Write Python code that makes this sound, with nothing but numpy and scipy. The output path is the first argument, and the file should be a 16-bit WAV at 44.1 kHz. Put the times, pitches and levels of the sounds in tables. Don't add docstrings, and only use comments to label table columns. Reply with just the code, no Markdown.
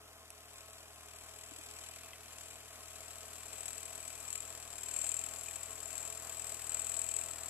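import sys
import numpy as np
from scipy import signal
from scipy.fft import rfft, irfft, next_fast_len
from scipy.io import wavfile
from scipy.ndimage import uniform_filter1d, map_coordinates

SR = 44100
rng = np.random.default_rng(int(sys.argv[2]) if len(sys.argv) > 2 else 0)


def undo_db(level):
    steps = np.asarray(level, float) / 20
    return 10 ** steps


def master(y):
    cut = np.clip(np.atleast_2d(y).T, -1, 1)
    pcm = np.round(cut * 32767)
    wavfile.write(sys.argv[1], SR, pcm.astype(np.int16))


N = 330309

# t/s, left treble gain/dB, left lag/samples, hand echo/0-1,
# upper share of the whistle/0-1
TURN = [(0, -13, 5.64, 0.2, .5), (1.3, -6, 4.83, 0.45, 0.24), (1.7, -8, 5.6, 0.5, 0.4),
        (2.1, -7, 3.55, 0.5, .5), (2.5, -4.5, 4.65, 0.9, 0.1), (3.4, 1, 3.36, 0.5, 0.58),
        (4.1, 2.5, 3.7, .8, 1), (4.4, 2, 3.6, 0.4, 0), (5, 4, 3.1, 0.47, 0.35), (5.7, 5, 3.25, 0.56, 0.05),
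        (6.4, 4, 3.16, 0.7, 0.54), (7.49, 5, 3, 0.1, 0.7)]


def unit(x):
    return x / np.sqrt(np.mean(x ** 2) + 1e-20)


def along(points, hz):
    f, v = np.transpose(points)
    return np.interp(np.log(hz + 1), np.log(f + 1), v)


def curves(rows):
    s, *cols = np.transpose(rows)
    return [np.interp(np.arange(N) / SR, s, c) for c in cols]


def wobble(rate_hz):
    coarse = np.arange(0, N + 8, 8)
    knots = rng.standard_normal(int(N * rate_hz / SR) + 4)
    return np.interp(np.arange(N), coarse, map_coordinates(knots, [coarse * rate_hz / SR]))


def filtered(x, response):
    m = next_fast_len(N + SR // 2)
    return irfft(rfft(x, m) * response(np.fft.rfftfreq(m, 1 / SR)), m)[..., :N]


def resonance(f, hz, width_hz):
    return 1j * f * width_hz / (hz * hz - f * f + 1j * f * width_hz)


def delayed(x, samples):
    return map_coordinates(x, [np.arange(N) - samples])


def sides(db):
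    return undo_db(np.array([db / 2, -db / 2]))


def stereo(near, scattered):
    # f/Hz, left-right likeness/0-1
    likeness = [(60, 0.74), (200, 0.82), (330, 0.99), (700, 1), (1200, 0.73), (2400, 1), (3100, 0.37),
                (3900, 0.72), (6000, 0.48), (12000, 0.26)]

    def split(hz):
        turn_rad = np.arccos(np.clip(along(likeness, hz), 0, 1)) / 2
        return np.array([np.cos(turn_rad), np.sin(turn_rad)])

    mid, side = filtered(np.array([near, scattered]), split)
    return np.array([delayed(mid + side, curves(TURN)[1]), mid - side])


def blows(cycles, share, db, scatter_db):
    at = np.flatnonzero(np.diff(np.floor(cycles - share)) > 0)
    out = np.zeros(N)
    out[at] = undo_db(db + scatter_db * rng.standard_normal(len(at)))
    return out


def surges():
    # t/s, rate/firings per s
    governed = [
        (0.0, 40.312),
        (1.5, 39.811),
        (3.0, 40.127),
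        (4.3, 40.246),
        (4.85, 39.036),
        (5.5, 40.506),
        (6.5, 40.791),
        (7.49, 39.892),
    ]
    # t/s, half length/s, harder rattle/dB, speed swing/firings per s
    bites = [(0.606, 0.152, 10, 1.06), (1.222, 0.2, 9, 1.58), (1.549, 0.126, 5, 0.97),
             (1.84, 0.167, 12, 1.68), (2.429, 0.098, 8, 0.76), (3.074, 0.183, 6.5, 0.44),
             (3.605, 0.168, 9, 0.86), (4.001, 0.2, 5.5, 0.35), (4.363, 0.129, 9, 1.19),
             (4.892, 0.123, 9, 1.6), (5.112, 0.122, 13.5, 2.21), (5.496, 0.142, 5.5, 0.38),
             (5.984, 0.125, 7.5, 0.82), (6.422, 0.064, 5.5, 0.78), (6.874, 0.2, 9.5, 1.6),
             (7.161, 0.074, 5.5, 1.0)]
    s, half_s, db, swing = np.transpose(bites)[:, :, None]
    coarse = np.arange(0, N, 64)
    u = (coarse / SR - s) / half_s
    bell = np.exp(-u ** 2 / 2)
    hard_db = np.interp(np.arange(N), coarse, (db * bell).sum(0))
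    dip = np.interp(np.arange(N), coarse, (swing * u * bell).sum(0))
    return hard_db, curves(governed)[0] + dip


def level(start_db, db_per_s, surge_share):
    return start_db + db_per_s * np.arange(N) / SR + surge_share * surges()[0]


def port_levels():
    clear_s, clear_db = 1.84, 4.0
    cleared_db = clear_db * np.clip(np.arange(N) / SR / clear_s, 0, 1)
    whistle_db = level(-63.5, 2.82, 1.09) + 0.46 * curves(TURN)[0]
    return whistle_db, level(-66.5, 0.92, 0.47) + cleared_db


def exhaust(cycles):
    orders = [(2.97, -12, 1), (5.9, 0.5, 2.5), (8.92, -5.5, -2), (14.98, -14.5, 3), (17.82, -13.5, 0),
              (24, -12.5, 7)]
    out = np.zeros((2, N))
    for order, db, pan_db in orders:
        tone = np.cos(2 * np.pi * round(order) * (cycles - 1 / 6))
        out += sides(pan_db)[:, None] * undo_db(db + 0.49 * wobble(4.1)) * tone
    return undo_db(level(-66.5, 0.71, 0.073) + 0.5) * out


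def gears(cycles, block_db):
    # multiple of the mesh rate, level/dB, left-right/dB, left lead/rad
    mesh = [(2, -12, -9, 1.4), (3, -20, -14, 0.1), (4, -23.5, 12, 0.41), (5, -15.5, -10.5, 0.33),
            (6, -14, -2, 0.16)]
    teeth, usual_speed = 16, 40.2
    out = np.zeros((2, N))
    for k, db, pan_db, lead_rad in mesh:
        phase = 2 * np.pi * teeth * round(k) * cycles + 0.6 * wobble(14)
        size = undo_db(db + 1.8 * wobble(8) + 4.5 * wobble(40))
        out += sides(pan_db)[:, None] * size * np.cos(phase + np.array([[lead_rad], [0]]))
    mesh_db = 0.9 - 0.35 * np.arange(N) / SR + 0.5 * (usual_speed - surges()[1])
    return undo_db(block_db + mesh_db) * out


def block(cycles, block_db):
    # place/48ths of the engine cycle (rounded), level/dB
    valves = [(5, 0.5), (11, 5), (22, -9), (29, -1.5), (36, -1), (43, -2.5)]
    # f/Hz, width/Hz, level/dB
    modes = [(259, 57, -17.5), (430, 25.6, -4.5), (675.2, 59, 7.5), (1094, 69, -6), (1343, 250, -14)]
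    # f/Hz, density/dB per Hz
    roar_colour = [(10, -63), (25, 2), (60, -13), (110, -14), (170, -19.5), (260, -7.5), (380, -10.5),
                   (520, -5.5), (680, -2), (900, -6), (1100, -3), (1500, -6.5), (2200, -9.5), (4000, -13.5)]
    # f/Hz, left-right/dB
    lean = [(60, 10), (210, 3), (330, 1.5), (500, -2.5), (770, 2), (1200, 1), (1800, -0.5), (3000, 4)]

    def body(f):
        return sum((-1) ** k * undo_db(db) * resonance(f, hz, width) * resonance(f, hz, 3 * width)
                   for k, (hz, width, db) in enumerate(modes))

    hits = sum(blows(cycles, round(step) / 48, db, scatter_db=1.2) for step, db in valves)
    knock = unit(filtered(hits, body))
    throb = undo_db(0.5 * np.cos(2 * np.pi * (3 * cycles - 0.55)) + 0.9 * wobble(12))
    noise = throb * rng.standard_normal((2, N))
    roar, scattered = unit(filtered(noise, lambda hz: undo_db(along(roar_colour, hz))))
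    pair = stereo(undo_db(-7) * knock + undo_db(2.0) * roar, undo_db(0.4) * scattered)
    leaning = filtered(pair, lambda hz: sides(along(lean, hz)) / (1 + (45 / (hz + 1)) ** 4))
    return undo_db(block_db + 1.5) * leaning


def rattle(cycles):
    # f/Hz, density/dB per Hz
    left_port = [(600, -23), (1500, -4.5), (2200, -4), (2550, -2), (3100, -1.5), (5000, -1), (6500, 3),
                 (8600, 3), (10000, -1.5), (12000, -6), (14200, -10.5), (15500, -48)]
    right_port = [(600, -65), (1500, -8.5), (2100, -8.5), (2420, -3), (2800, -8.5), (3400, -5.5),
                  (6000, -9), (8500, -10), (10700, 1.5), (11800, -1), (12500, -10), (14200, -23),
                  (15500, -66)]
    # t/s, peak/dB
    hardest = [(3.6559, -33), (3.6808, -30), (4.0769, -36), (4.3024, -33), (4.3283, -31), (4.3523, -28),
               (4.7808, -35), (4.8342, -31), (4.9374, -27), (4.9634, -26), (5.0158, -26), (5.0402, -25),
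               (5.0911, -25), (5.1155, -26), (5.9781, -28), (6.443, -34), (6.6935, -30), (6.7179, -29),
               (6.7438, -24), (6.7932, -27), (6.8177, -29), (6.8686, -25), (6.8955, -26), (6.9179, -29),
               (6.9429, -27), (7.0901, -27), (7.114, -25), (7.1629, -24), (7.2113, -31), (7.3101, -32)]
    # t/s, f/Hz
    lifted = [(0, 7700), (3.5, 8020), (4.25, 7850), (5, 7600), (5.75, 7310), (6, 7450), (6.2, 7450),
              (6.32, 7250), (7.49, 7230)]
    whistle_db, rattle_db = port_levels()
    treble_db, _, echo, upper = curves(TURN)

    t = np.arange(SR // 40) / SR
    burst = (1 - np.exp(-t / 0.0024)) ** 2 * (np.exp(-t / 0.002) + 0.066 * np.exp(-t / 0.0064))
    firing = blows(3 * cycles + 0.022 * wobble(40), 0.3685, 0, scatter_db=2.0)
    at = np.flatnonzero(firing)
    for s, db in hardest:
        nearest = at[np.argmin(abs(at - s * SR))]
        firing[nearest] = undo_db(db - whistle_db[nearest] - 3.0)
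    hits = undo_db(2.8 * np.tanh(wobble(800)))
    gate = signal.fftconvolve(firing, burst)[:N] * hits
    ticks = undo_db(2.7 * wobble(300) - 0.19 * (whistle_db + 59.0))

    even = firing ** 0.6
    first = delayed(even, 85 + 12 * wobble(40))
    rebound = delayed(even, 150 + 30 * wobble(40))
    spikes = 8.5 * first - 6 * rebound * undo_db(3 * wobble(40))
    noise = unit(gate + 0.093 * ticks) * rng.standard_normal((2, N))
    drive = stereo(*(noise + spikes * [[1], [0.6]]))

    hiss = rng.standard_normal((2, N)) * undo_db([[-12], [-8]])
    left, right = filtered(drive + hiss,
                           lambda hz: undo_db(np.array([along(left_port, hz), along(right_port, hz)])))
    high = filtered(left, lambda hz: 1 / (1 + (7000 / (hz + 1)) ** 4))
    left = left + (undo_db(treble_db + 0.78 * wobble(8.9)) - 1) * high

    lower, higher = filtered(drive[0] + 0.29 * hiss[0], lambda f: resonance(f, 7570, 1380)
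                             * np.array([resonance(f, 7605, 540), resonance(f, 7915, 510)]))
    share = np.clip(upper, 0, 1)
    cavity = (1 - share) * lower + share * higher
    late = 15 * SR / curves(lifted)[0]
    whistle = cavity + echo * delayed(cavity, late) + echo ** 2 / 2 * delayed(cavity, 2 * late)
    whistle = whistle / np.sqrt(1 + echo ** 2)

    wide = undo_db(rattle_db + 1.0) * np.array([left, right]) / np.std(right)
    return wide + np.array([undo_db(whistle_db - 2.85) * unit(whistle), np.zeros(N)])


def ping(cycles):
    # f/Hz, width/Hz, level/dB
    modes = [(2450, 216, 0.5), (2630, 80, 3), (3035, 140, -1.5)]
    t = np.arange(SR // 50) / SR
    hits = blows(3 * cycles, 0.42, 0, scatter_db=2.5)
    gate = signal.fftconvolve(hits, t / 0.002 * np.exp(-t / 0.002))[:N]

    def head(f):
        return sum(undo_db(db) * resonance(f, hz, width) ** 2 for hz, width, db in modes)

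    rings = unit(filtered((gate + 0.21) * rng.standard_normal((2, N)) + 2.1 * hits, head))
    ping_db = port_levels()[1] - 9.0 + 0.14 * surges()[0]
    return undo_db(ping_db) * sides(4.1)[:, None] * stereo(*rings)


def knocks():
    # t/s, peak/dB, f/Hz, t60/s, left-right/dB
    taps = [
        (.304, -38.5, 10900, 0.006, -18),
        (.304, -42.5, 5900, .008, 12),
        (.304, -41, 2600, 0.0084, .1),
        (1.514, -48, 292, 0.049, 22),
        (1.586, -48, 300, 0.029, 30),
        (2.132, -44, 3140, 0.015, 17),
        (2.132, -45.5, 2630, 0.026, 9),
        (2.132, -47.5, 2040, 0.04, 4),
        (5.483, -38, 2450, 0.026, 2),
        (4.835, -35, 13600, 0.0042, 12),
    ]
    out, t = np.zeros((2, N + SR)), np.arange(SR // 10) / SR
    for s, db, hz, t60_s, pan_db in taps:
        ring = undo_db(db - 60 * t / t60_s) * (1 - np.exp(-t * hz / 2)) * np.sin(2 * np.pi * hz * t)
        out[:, round(s * SR):][:, :len(t)] += sides(pan_db)[:, None] * ring
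    return out[:, :N]


def scene():
    first_firing = 0.17
    cycles = (first_firing + np.cumsum(surges()[1]) / SR) / 3
    block_db = level(-62.5, 0.85, 0.05)
    engine = exhaust(cycles) + gears(cycles, block_db) + block(cycles, block_db)
    return engine + rattle(cycles) + ping(cycles) + knocks()


def thrift(pair):
    mid_side = np.array([pair[0] + pair[1], pair[0] - pair[1]]) / 2
    hz, _, z = signal.stft(mid_side, SR, nperseg=2048)
    power = uniform_filter1d(np.abs(z) ** 2, size=16, axis=1)
    power = power[:, ::16].repeat(16, axis=1)[:, :len(hz)]
    presence = ((hz > 1800) & (hz < 5300))[:, None]
    weak = (power < power[::-1] * undo_db(-2 * 5.9)) & presence
    total, difference = signal.istft(np.where(weak, 0.008 * z, z), SR, nperseg=2048)[1][:, :N]
    return np.array([total + difference, total - difference])


def top_cut(x):
    return signal.sosfilt(signal.butter(12, 15600, fs=SR, output="sos"), x)


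def record(dry):
    fade_s, top_hz = 0.0033, 14250
    fade = np.clip(np.arange(N) / SR / fade_s, 0, 1)
    kept = filtered(thrift(dry * fade), lambda hz: undo_db(-np.clip(hz - top_hz, 0, 1100) / 17))
    return top_cut(kept)


dry = scene()
out = record(dry)
master(out)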